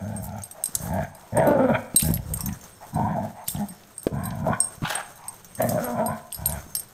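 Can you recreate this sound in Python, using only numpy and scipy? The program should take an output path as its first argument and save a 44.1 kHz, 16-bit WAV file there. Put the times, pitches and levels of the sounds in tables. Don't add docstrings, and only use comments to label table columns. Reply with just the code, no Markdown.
import sys
import numpy as np
from scipy import signal
from scipy.fft import rfft, irfft, next_fast_len
from scipy.io import wavfile
from scipy.ndimage import uniform_filter1d, map_coordinates

SR = 44100
rng = np.random.default_rng(int(sys.argv[2]) if len(sys.argv) > 2 else 0)


def dump(signal):
    limited = np.clip(np.atleast_2d(signal).T, -1, 1)
    pcm = np.round(limited * 32767).astype(np.int16)
    wavfile.write(sys.argv[1], SR, pcm)


N = 305613

# first_hz, second_hz, third_hz
GROWLS = [(-.03, 0.14, 0.28, -30.5, -42, -49.5, 1, -5, 116.5, 0.42, 0.75, 610, 870, 1540),
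          (0.213, 0.15, 0.22, -32.5, -39.5, -52, 3, 11, 117.9, 0.49, 0.86, 680, 874, 1400),
          (0.741, 0.23, 0.33, -26, -29.5, -47, 14, 24.5, 104.1, 0.22, 0.6, 660, 908, 1630),
          (2.02, 0.032, 0.23, -21.5, -37, -36, 9, -50, 88.9, 0.32, 0.7, 599.8, 904, 1640),
          (2.218, 0.11, 0.21, -28.5, -44.5, -71, 10, -4, 84.54, 0.34, 0.99, 504, 980, 1477),
          (2.394, 0.094, 0.17, -26.5, -44.5, -67, 8, 36, 103.5, 0.68, 0.67, 750, 1015, 1780),
          (3.509, 0.11, 0.1665, -25, -35, -48, 9, -8, 113, 0.55, 0.42, 683.5, 880, 1822),
          (3.679, 0.031, 0.081, -35.5, -55, -56, 14, 8, 150.1, 0.22, 0.2, 684, 870, 1810),
          (6.361, 0.16, 0.26, -31.5, -39.5, -50.5, 5, 17.5, 86.14, 0.42, 0.96, 666, 946, 1514)]
# time_s, chest_db, mouth_db, teeth_db
SNARL_LEVELS = [
    [(1.32, -38, -30, -53), (1.33, -26, -37, -51), (1.38, -26, -19.5, -30.5), (1.436, -29, -23.5, -32),
     (1.51, -22, -17, -39), (1.532, -26, -16, -31.5), (1.574, -28, -24, -44), (1.6, -21.5, -20.5, -33),
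     (1.678, -22, -25, -36.5), (1.7, -22, -19.5, -29), (1.726, -18.5, -30, -37), (1.754, -30, -25.5, -21),
     (1.81, -57, -52, -63)],
    [(2.92, -44, -66, -69), (2.934, -37, -48, -74), (2.944, -31, -50, -49), (2.964, -21, -30.5, -47),
     (2.98, -29, -25, -47), (3.048, -24.5, -35, -46), (3.054, -25.5, -23, -42.5), (3.12, -28, -36, -41.5),
     (3.182, -32, -26.5, -50), (3.224, -28.5, -37, -48), (3.248, -27, -31, -50), (3.298, -39, -47, -55),
     (3.33, -43, -56, -73)],
    [(4.11, -35, -42.5, -62), (4.132, -27, -41, -52), (4.214, -28, -37.5, -40.5),
     (4.374, -32, -42.5, -50.5), (4.436, -28, -42, -51), (4.44, -18.5, -39, -50),
     (4.446, -27.5, -35.5, -44), (4.482, -27.5, -27.5, -42), (4.488, -21.5, -23, -39),
     (4.522, -26.5, -31.5, -37), (4.534, -32, -26.5, -27), (4.564, -45, -49, -37.5), (4.59, -47, -47, -48)],
    [(5.575, -45, -65, -44), (5.587, -40, -47, -48), (5.605, -30, -20.5, -33), (5.687, -26.5, -32.5, -43.5),
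     (5.747, -26.5, -30, -59), (5.791, -34, -24, -32), (5.817, -28, -35, -41), (5.865, -37, -31.5, -37),
     (5.935, -26.5, -34, -46), (6.003, -31.5, -25.5, -37), (6.053, -29, -27, -47.5),
     (6.115, -29, -30.5, -37.5), (6.22, -54, -55, -55)],
]
# time_s, pitch_hz, roughness, air, first_hz, second_hz, third_hz
SNARL_VOICES = [
    [(1.33, 96.4, 0.3, 0.71, 585.8, 895, 1790), (1.39, 122, 0.79, 0.53, 618, 954, 1710),
     (1.44, 124.1, 0.79, 0.5, 584, 950, 1600), (1.53, 130.1, 0.96, 0.76, 537, 840, 1390),
     (1.68, 137.7, 0.58, 0.9, 523, 990, 1340), (1.74, 129.9, 0.6, 1, 637, 929.4, 1393),
     (1.79, 80.9, 0.63, 0.94, 730, 961, 1560)],
    [(2.96, 118.2, 0.74, 0.58, 742.5, 980.5, 1498), (3.06, 121.9, 0.82, 0.61, 734, 975.4, 1530),
     (3.12, 118.4, 0.78, 0.52, 729.3, 930, 1621), (3.18, 119.8, 0.71, 0.47, 673, 875, 1554),
     (3.28, 111.8, 0.75, 0.48, 690.3, 865, 1600)],
    [(4.13, 118.1, .8, 0.73, 641.5, 1005, 1499), (4.25, 100, 0.98, 0.73, 704.6, 1043, 1582),
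     (4.4, 112.2, .9, 0.71, 653, 975.7, 1449), (4.48, 135.7, 0.92, 0.46, 632, 975.7, 1378),
     (4.54, 148.6, 1.02, 0.79, 753.4, 1066, 1537)],
    [(5.62, 112, .5, 0.4, 625, 738, 1760), (5.7, 108, 0.7, 0.39, 640, 750, 1799),
     (5.78, 110.3, 0.78, 0.4, 596, 700, 1502), (5.86, 115, 0.58, 0.5, 561, 1040, 1300),
     (5.96, 110.1, 0.5, 0.91, 668.8, 1015, 1351), (6.04, 109.8, 0.79, 0.5, 665.8, 958.5, 1371),
     (6.14, 110.4, 0.76, 0.84, 681, 1053, 1560)],
]
# start_s, rise_s, length_s, top_pitch_hz, sag_hz_per_s, roughness, air
WHINES = [(1.466, 0.049, 0.097, 300.3, 280, 0.26, 0.16), (1.595, 0.021, 0.12, 267.6, 380, .34, 0.44),
          (3.591, 0.004, 0.16, 214.5, 310, 0.11, 0.36), (5.805, 0.071, .15, 247.1, 161, 0.2, 0.2),
          (5.99, 0.035, .08, 223.6, 11.7, 0.23, 0.2), (6.125, 0.022, 0.1, 224.5, 20, .2, 0.65)]
# time_s, push_db
JOLTS = [(.986, 7), (1.399, 4.5), (2.996, 4.5), (4.466, 9), (4.487, 1.5), (5.606, -3), (5.64, 1.5),
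         (5.719, 7.5), (5.779, 0)]
# time_s, mouth_db, teeth_db, nose_db
SNORT_LEVELS = [(4.815, -46, -66, -70), (4.835, -37, -48, -65), (4.856, -28.5, -33.5, -51),
                (4.888, -34, -39, -41), (4.906, -30, -36, -34.5), (4.945, -33, -39, -42),
                (4.975, -32.5, -42.5, -55), (5.01, -31, -54, -47), (5.025, -43, -53, -59),
                (5.08, -61, -68, -72)]
# time_s, first_hz, second_hz, third_hz
SNORT_RESONANCES = [(4.83, 690, 1220, 2650), (4.87, 868, 1467, 2900), (4.91, 690, 1670, 3250),
                    (4.96, 630, 1620, 3260), (5.01, 850, 1680, 2600)]
# frequency_hz, level_db
NOSE_TONE = [(2500, -21), (4900, 2), (6300, 3), (7400, -1), (12000, -3), (15000, -7.5)]
# middle_s, length_s, level_db, resonance_hz
HUFFS = [(0.594, 0.14, -44.5, 667), (1.206, 0.36, -52, 800), (2.401, 0.07, -44, 950),
         (2.837, 0.07, -41, 726), (3.406, 0.14, -42.5, 734.6), (5.261, 0.21, -45.5, 849.5)]
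# time_s, peak_db, low_db, main_db, high_db, favoured_hz, ring_share
CLINKS = [(0.164, -28.5, -28, 0, -28, 11500, 0.61), (0.4357, -23, -16, -7, -7, 14000, 1),
          (0.5116, -27.5, -37, -11, -12, 13400, 0.38), (0.6385, -8.5, -7.5, -7, -1.5, 11250, 0.19),
          (0.6566, -15.5, -10, -5, -11, 11350, 0.18), (0.9367, -28, -34, -30, -14, 9960, 0.31),
          (1.15, -34, -8, -12, -5, 11330, 0.53), (1.3699, -18.5, -23, -9.5, -22, 12710, 0.59),
          (1.472, -21.5, -17, -23, -3.5, 13400, 0.5), (1.961, -3.5, -12.5, -9, -8, 13400, 0.8),
          (1.995, -12.5, -9, -32, -2, 9775, 0.63), (2.0203, -12, -18, -16, -3, 12000, 0.65),
          (2.045, -21, -4, -16, -8, 9775, 1), (2.139, -12.5, -9, -21.5, 0.5, 11530, 0.17),
          (2.3371, -13.5, -28, -7, -5, 12700, 0.2), (2.373, -23, -21, 1, -23, 12720, 0.2),
          (2.4067, -14.5, -10, -12.5, -14, 12700, 0.27), (2.4595, -18.5, -20, -1, -1, 13530, 0.37),
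          (2.945, -31.5, -7, -10, -16, 13640, .7), (3.4822, -10, -17, -22, -6.5, 12860, 0.44),
          (3.686, -29.5, -6, -16, -14, 14930, 1), (3.9805, -22, -15, 0, -21, 12780, 0.85),
          (4.031, -26.5, -21, -7, -6, 13400, 0.49), (4.2371, -28.5, -12, -15, -11, 11380, 1),
          (4.255, -22, -9.5, -10, -1, 13400, 0.76), (4.6031, -6, -8, 1, -32, 12690, 0.71),
          (4.643, -18.5, -19, -5, -16, 12690, 0.72), (4.9528, -17, -21, -5, -22, 9300, 0.51),
          (5.282, -20.5, -11, 0, -8, 11440, 0.38), (5.5511, -27.5, -21, -13, -31, 12580, 0.56),
          (5.6188, -16, -25.5, -31, -17, 13420, 0.6), (5.691, -16.5, -16, -16, -9, 12680, 0.41),
          (5.843, -21.5, -13, -8, -4.5, 11410, 0.98), (6.0612, -20.5, -16, -7.5, -12, 11440, 1),
          (6.3257, -17, -18, -10, -7, 11500, 0.23), (6.345, -20, -7, -10, -6, 11520, 0.39),
          (6.459, -6, -25, -9.5, -1.5, 11330, 0.43), (6.482, -35, -20, -25, -12, 13700, 0.33),
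          (6.495, -21, -9, -17, -3, 9850, 0.64), (6.5231, -17, -30, -3, -8, 11500, 0.089),
          (6.751, -12.5, -21, -13.5, -11, 12700, 0.53), (6.768, -18, -12, -15, -22, 12700, 0.65),
          (6.796, -18, -21, -7, -9, 12700, 0.43)]
# pitch_hz, level_db, ring_s, partner_hz
TAG_NOTES = [(3960, -9, .07, 13415), (4975, -10, .1, 11460), (5425, -12, .24, 12690), (8470, -4, .09, 8470),
             (8505, -1, .16, 8505), (9775, -9, .08, 9775), (11460, -3, .11, 11460), (12690, -5, .11, 12690),
             (13415, -6, .06, 13415), (13700, -6, .08, 13700)]
# middle_s, half_length_s, level_db
SCRAPES = [(.245, 0.024, -38), (2.07, 0.024, -31), (3.52, 0.037, -39), (.84, 0.036, -40.5),
           (2.115, 0.015, -39), (5.68, 0.052, -41)]
# pitch_hz, level_db, ring_s
BUCKLE_NOTES = [(5800, -9, 0.059), (6360, -4.5, 0.12), (7140, -7.5, 0.048), (14700, -6.5, 0.05)]
# time_s, peak_db
BUCKLE_TAPS = [(.385, -34), (.42, -31), (.755, -35), (0.791, -31.5), (1.035, -34), (2.46, -22),
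               (2.528, -29.5), (2.612, -35.5), (2.639, -31.5), (3.483, -31), (5.446, -31)]
# time_s, peak_db, pitch_hz
SNAPS = [(0.7517, -5.5, 8747), (1.994, -20, 8800), (1.9958, -23.5, 3146), (2.022, -26, 3779),
         (2.173, -30.5, 2400), (2.489, -31.5, 2333), (3.481, -31, 3400), (3.4861, -25, 7625),
         (3.835, -41, 4190), (4.069, -36, 10500), (4.306, -33.5, 3914), (6.321, -30, 3588),
         (6.456, -27, 3800), (6.494, -36, 4210)]
# time_s, level_db, pitch_hz
THUMPS = [(0.69, -36, 189.9), (1.945, -19, 210.7), (2.027, -16.5, 170), (2.088, -21, 300),
          (2.1055, -15, 240), (3.482, -31.5, 129.3), (4.068, -7, 394), (4.779, -35, 128.5),
          (4.82, -21.5, 231), (4.829, -20, 150), (4.837, -17.5, 170), (6.665, -36, 255)]
# middle_s, half_length_s, level_db
RAKES = [(2.015, 0.027, -33.5), (2.085, 0.03, -50.5), (3.495, 0.018, -32.5), (3.562, 0.018, -43),
         (6.49, 0.026, -43.5)]
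# middle_s, half_length_s, strength_db
RUBS = [(0.828, 0.12, -50), (2.5, 0.33, -61.5), (3.594, 0.059, -52.5), (4.87, 0.34, -61), (5.79, 0.17, -50),
        (6.565, 0.16, -55.5)]
# frequency_hz, level_db
FEET_TONE = [(20, -2), (45, -20), (80, -0.5), (200, -2), (350, -47), (800, -71)]
CARPET_TONE = [(100, -34), (300, 13.5), (700, 14.5), (1100, 3.5), (2000, 6.5), (4000, 2), (9000, -5.5)]
FUR_TONE = [(1470, 5.5), (2500, -10.5), (3500, -6), (4820, -9), (6390, -2), (7110, -3.5), (8480, -2),
            (10800, -10.5), (13200, -1), (15500, -10)]
# frequency_hz, ring_s
ROOM_RING = [(100, 0.39), (700, 0.76), (3000, 0.51), (12000, 0.16)]

BREAK_S = .02


def growl(chest_hz=(94.4, 202.4), upper_hz=(2388, 3240)):
    (chest_gain, mouth_gain, teeth_gain), (pitch, rough, air), (first, second, third) = growl_controls()
    slaps, rasp, air = vocal_folds(pitch, rough, air)
    push = steady(slaps) + 0.22 * rasp
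    tension = (pitch / 110) ** 0.2 * np.exp(.04 * wobble(45))
    muzzle = (1.15 - air) * amp(7) * resonate(push, chest_hz[1] * tension, 59)
    chest = band(resonate(push, chest_hz[0] * tension, 52.5) - muzzle, 45.5, 299, order=5)
    second_db = -8 + .06 * (first - 680) + 8 * air
    throat = resonate(rasp, first, 80) - amp(second_db) * resonate(rasp, second, 60)
    mouth = band(throat, 351, 1310, order=4)
    edge = amp(-10.5) * resonate(rasp, upper_hz[0], 170) - amp(-19) * resonate(rasp, upper_hz[1], 300)
    teeth = band(resonate(rasp, third, 152) - (0.023 + air) * edge, 1120, 3380, order=4)
    rattle = vocal_folds(pitch_hz=95, rough=.9, air=.4)[1]
    murmur = amp(11.5) * mouth_gain ** 2.05 * steady(band(rattle, 84, 475))
    return (amp(-0.5) * chest_gain * steady(chest) + amp(0.5) * mouth_gain * steady(mouth)
            + amp(-3) * teeth_gain * steady(teeth) + murmur)


def growl_controls(attack_s=.03, release_s=.05, mouth_lag_s=0.0023, octaves_per_db=0.38):
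    t, gains = np.arange(N) / SR, np.zeros((3, N))
    points = [tuple(row) for snarl in SNARL_VOICES for row in snarl]
    for start, rise, length, chest_db, mouth_db, teeth_db, swell_db, curl_db, hz, *shape in GROWLS:
        crest, end = start + rise, start + length
        envelope = gate(start, end, attack_s, release_s)
        on = np.flatnonzero(envelope)
        effort_db = swell(t[on], start, crest, end, swell_db)
        bared_db = curl_db * np.exp((t[on] - end) / 0.084)
        opening = gate(start + mouth_lag_s, end, attack_s, release_s)
        gains[0, on] += envelope[on] * amp(chest_db + effort_db)
        gains[1, on] += opening[on] * amp(mouth_db + 1.73 * effort_db)
        gains[2, on] += opening[on] * amp(teeth_db + effort_db + bared_db)
        for s in (start + attack_s / 2, crest, end - release_s):
            octaves = octaves_per_db * swell(s, start, crest, end, swell_db)
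            points.append((s, hz * 2 ** octaves, *shape))
    for snarl in SNARL_LEVELS:
        gains += amp(curves(snarl)) * gate(snarl[0][0], snarl[-1][0], BREAK_S / 2, BREAK_S)
    push = np.ones(N)
    for s, db in JOLTS:
        add(push, s, (amp(db) - 1) * np.exp(-t[:SR // 10] / 0.012))
    gains[1] *= push
    voice, throat = np.split(curves(sorted(points)), 2)
    tremor = amp(1.2 * wobble(45))
    jaw_wander = np.exp(0.025 * np.array([wobble(30) for _ in throat]))
    return gains * tremor, with_whines(voice), throat * jaw_wander


def swell(t, start, crest, end, depth_db):
    return -depth_db * np.abs(t - crest) / max(crest - start, end - crest)


def with_whines(voice):
    t = np.arange(N) / SR
    for start, rise, length, top_hz, sag, rough, air in WHINES:
        pitch = top_hz - sag * np.abs(t - (start + rise))
        blend = gate(start - BREAK_S / 2, start + length + BREAK_S / 2, BREAK_S, BREAK_S)
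        for control, target in zip(voice, (pitch, rough, air)):
            control += blend * (target - control)
    return voice


def vocal_folds(pitch_hz, rough, air, scatter_db=4, flutter_hz=62, flutter_db=5):
    rough, air = np.clip(rough, 0, 1), np.clip(air, .01, .99)
    jitter = .008 + .34 * rough ** 1.5 * np.minimum(1, 110 / pitch_hz) ** .7
    cycles = np.cumsum(pitch_hz * np.exp(jitter * wobble(110))) / SR
    at = np.flatnonzero(np.diff(np.floor(cycles)))
    flutter = np.sin(2 * np.pi * np.cumsum(flutter_hz * np.exp(0.2018 * wobble(30))) / SR)
    slaps = np.zeros(N)
    slaps[at] = amp(np.sqrt(rough) * (scatter_db * np.tanh(wobble(300)) + flutter_db * flutter))[at]
    jolted = slaps.copy()
    for s, _ in JOLTS:
        add(jolted, s, amp([6]))
    puffs = rng.standard_normal(N) * (0.87 + np.exp(-4 * (cycles % 1)))
    rasp = np.sqrt(1 - air) * steady(jolted) + np.sqrt(air) * steady(puffs)
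    return slaps, rasp, air


def snort(flap_hz=41, flap_db=3):
    flap = amp(flap_db * np.cos(2 * np.pi * flap_hz * (np.arange(N) / SR - 4.857)))
    ragged = amp(3 * np.tanh(wobble(420)))
    air = rng.standard_normal(N) * ragged
    first, second, third = curves(SNORT_RESONANCES)
    mouth = band(resonate(air, first, 170) - resonate(air, second, 260), 300, 2200)
    teeth = band(resonate(air, third, 1700), 1780, 4400, order=3)
    nose = noise(NOSE_TONE) * ragged
    layers = amp(curves(SNORT_LEVELS)) * [steady(mouth), steady(teeth), steady(nose)]
    return layers.sum(0) * flap * gate(SNORT_LEVELS[0][0], SNORT_LEVELS[-1][0], BREAK_S, BREAK_S)


def huffs():
    out = np.zeros(N)
    for s, length, db, hz in HUFFS:
        air = rng.standard_normal(SR // 2)[:int(length * SR)]
        huff = band(air, hz * 0.89, hz * 1.24) + 0.15 * band(air, hz * 1.76, hz * 2.75)
        add(out, s - length / 2, amp(db) * unit(huff) * np.sqrt(np.hanning(len(air))))
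    return out


def collar_tag(bounces_per_s=310, choke_db=-6):
    out, t = np.zeros(N), np.arange(SR // 5) / SR
    for s, db, *hit in list(CLINKS) + jingles():
        ring = tag_ring(t, *hit)
        crack = band(rng.standard_normal(len(t)), 1700, 11700, order=1) * amp(-18) * fade(t, 0.017)
        clash_hz = rng.triangular(3000, 13000, 15400, (18, 1))
        clash = np.sin(2 * np.pi * clash_hz * t).sum(0) * amp(-24) * fade(t, .035)
        strike = (ring + crack + clash) * (1 - np.exp(-t / 0.000077))
        bouncing = rng.random(len(t)) < bounces_per_s / SR
        bounces = bouncing * rng.standard_normal(len(t)) * amp(-8) * fade(t, 0.11)
        bounces[0] = 1
        clink = signal.fftconvolve(strike, bounces)[:len(t)]
        gap_s = min([row[0] - s for row in CLINKS if row[0] > s], default=1)
        clink *= amp(choke_db * np.clip((t - gap_s) / .004, 0, 1))
        add(out, s, at_peak(clink, db))
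    return out


def tag_ring(t, low_db, main_db, high_db, favoured_hz, ring_share):
    hz, note_db, free_ring_s, partner_hz = np.transpose(TAG_NOTES)[:, :, None]
    group_db = np.where(hz < 7000, low_db - 3.5, np.where(hz < 9000, main_db + 8, high_db - 4.5))
    favour_db = 12 * np.exp(-((partner_hz - favoured_hz) / 210) ** 2)
    size, detune, phase, grip = rng.standard_normal((4, len(TAG_NOTES), 1))
    gain = amp(note_db + group_db + favour_db + 3.5 * np.tanh(size))
    ring_s = free_ring_s * max(ring_share, .05) * 1.35 ** np.tanh(grip)
    notes = np.sin(2 * np.pi * (hz * (1 + 0.0023 * detune) * t + phase))
    muffle = 0.55 + 0.15 * np.exp(-t / 0.006)
    return np.sum(gain * fade(t, ring_s) * notes, 0) * muffle


def jingles(per_s=3, peak_db=-41, spread_db=4):
    draws = rng.random((int(per_s * N / SR), 2))
    return [(when * N / SR, peak_db + spread_db * (2 * size - 1), -12, -20, -6, 13400, 0.3)
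            for when, size in draws]


def scrapes(slips_per_s=830, low_hz=7700, high_hz=14800):
    slips = rng.standard_normal(N) * (.08 + (rng.random(N) < slips_per_s / SR))
    ring = sum(signal.lfilter(*signal.iirpeak(hz, 90, SR), slips) for hz, *_ in TAG_NOTES if hz > low_hz)
    return strokes(SCRAPES) * unit(unit(band(slips, low_hz, high_hz)) + amp(2) * unit(ring))


def buckle():
    out, t = np.zeros(N), np.arange(SR // 5) / SR
    for s, db in BUCKLE_TAPS:
        ring = sum(amp(note_db + rng.normal(0, 3)) * fade(t, ring_s) * np.sin(2 * np.pi * hz * t)
                   for hz, note_db, ring_s in BUCKLE_NOTES)
        tick = amp(2) * fade(t, .01) * band(rng.standard_normal(len(t)), 4000, 14000, order=1)
        add(out, s, at_peak(ring + tick, db))
    return out


def teeth_snaps():
    out, t = np.zeros(N), np.arange(SR // 20) / SR
    for s, db, hz in SNAPS:
        clack = band(rng.standard_normal(len(t)) * fade(t, 0.029), hz * 0.66, hz * 1.34)
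        add(out, s, at_peak(clack, db))
    return out


def thumps():
    out, t = np.zeros(N), np.arange(SR // 10) / SR
    for s, db, hz in THUMPS:
        push = np.sin(2 * np.pi * hz * t) * t * np.exp(-2.8 * hz * t)
        thud = band(rng.standard_normal(len(t)), 230, 520, order=1) * fade(t, 0.04)
        add(out, s, at_peak(push, db) + 1.1 * amp(db) * thud)
    return out


def rakes(crackles_per_s=650, low_hz=2620, high_hz=12840):
    out, t = np.zeros(N), np.arange(SR // 100) / SR
    for when, size, pitch in rng.random((int(crackles_per_s * N / SR), 3)):
        hz = low_hz * (high_hz / low_hz) ** pitch
        add(out, when * N / SR, size ** 2 * np.sin(2 * np.pi * hz * t) * fade(t, 0.015))
    return strokes(RAKES) * steady(out)


def claw_ticks(per_s=16):
    out, t = np.zeros(N), np.arange(SR // 30) / SR
    for when, softness, pitch in rng.random((int(per_s * N / SR), 3)):
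        hz = 3500 * 3.5 ** pitch
        tick = band(rng.standard_normal(len(t)) * fade(t, .025), hz * .6, hz * 1.5, order=1)
        add(out, when * N / SR, at_peak(tick, -50 - 4.5 * np.log(softness + .05)))
    return out


def scuffle():
    rub_db = 20 * np.log10(amp(-60.5) + strokes(RUBS))
    feet = amp(-50.5 + 0.5 * (rub_db + 45.5) + 1.6 * wobble(2.94)) * noise(FEET_TONE)
    carpet = amp(-60 + 3 * wobble(15)) * noise(CARPET_TONE)
    rustle = unit(noise(FUR_TONE) * amp(3 * wobble(40) + 2.5 * wobble(700)))
    shimmer = sum(amp(db + 6 * wobble(14)) * resonate(rng.standard_normal(N), hz, 40)
                  for hz, db, ring_s, *_ in list(BUCKLE_NOTES) + list(TAG_NOTES) if ring_s > .115)
    return feet + carpet + amp(rub_db + 5.5) * (rustle + amp(-6.5) * unit(shimmer))


def room_echo(x):
    hz, t, spectrum = signal.stft(rng.standard_normal(SR // 2), SR, nperseg=256)
    tail = signal.istft(spectrum * fade(t, along(ROOM_RING, hz)[:, None]), SR, nperseg=256)[1]
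    return signal.fftconvolve(x, np.pad(tail / np.linalg.norm(tail), (250, 0)))[:N]


def amp(db):
    return 10 ** (np.asarray(db) / 20)


def fade(t, ring_s):
    return amp(-60 * t / ring_s)


def at_peak(x, db):
    return amp(db) * x / np.abs(x).max()


def unit(x):
    return x / np.sqrt(np.mean(x ** 2) + 1e-20)


def steady(x):
    power = uniform_filter1d(uniform_filter1d(x ** 2, size=1500), size=1500)
    return x / np.sqrt(np.abs(power) + 1e-6 * np.mean(x ** 2))


def gate(start, end, attack_s, release_s):
    t = np.arange(N) / SR
    return np.clip(np.minimum((t - start) / attack_s, (end - t) / release_s), 0, 1)


def strokes(rows):
    t = np.arange(N) / SR
    return sum(amp(db) * np.exp(-np.minimum(((t - s) / half) ** 2, 20)) for s, half, db in rows)


def along(points, hz):
    point_hz, values = np.transpose(points)
    return np.interp(np.log(hz + 1), np.log(point_hz + 1), values)


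def curves(rows):
    times, *columns = np.transpose(rows)
    return np.array([np.interp(np.arange(N) / SR, times, column) for column in columns])


def wobble(per_s):
    at = np.linspace(0, N * per_s / SR, int(N * per_s / SR * 10))
    smooth = map_coordinates(rng.standard_normal(int(at[-1]) + 4), [at])
    return np.interp(np.arange(N) * per_s / SR, at, smooth)


def filtered(x, response):
    size = next_fast_len(N + SR // 2)
    return irfft(rfft(x, size) * response(np.fft.rfftfreq(size, 1 / SR)), size)[:N]


def noise(tone):
    return unit(filtered(rng.standard_normal(N), lambda hz: amp(along(tone, hz))))


def band(x, low_hz, high_hz, order=2):
    sections = signal.butter(order, [low_hz, min(high_hz, SR / 2 - 1)], "band", fs=SR, output="sos")
    return signal.sosfilt(sections, x)


def resonate(x, hz, width_hz):
    turn = np.exp(2j * np.pi * np.cumsum(np.broadcast_to(hz, N)) / SR)
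    pole = np.exp(-np.pi * width_hz / SR)
    return (signal.lfilter([1 - pole], [1, -pole], x / turn) * turn).real


def add(track, s, sound):
    part = track[max(round(s * SR), 0):][:len(sound)]
    part += sound[:len(part)]


def scene():
    voice = growl() + snort() + huffs()
    clatter = collar_tag() + buckle() + teeth_snaps() + scrapes() + rakes() + claw_ticks()
    knocks = thumps()
    echo = room_echo(amp(-15) * (voice + clatter) + amp(-18) * knocks)
    return (voice + clatter + knocks + echo + scuffle())[None]


def record(dry, top_hz=15600):
    return filtered(dry[0], lambda hz: hz < top_hz)[None]


dry = scene()
out = record(dry)
dump(out)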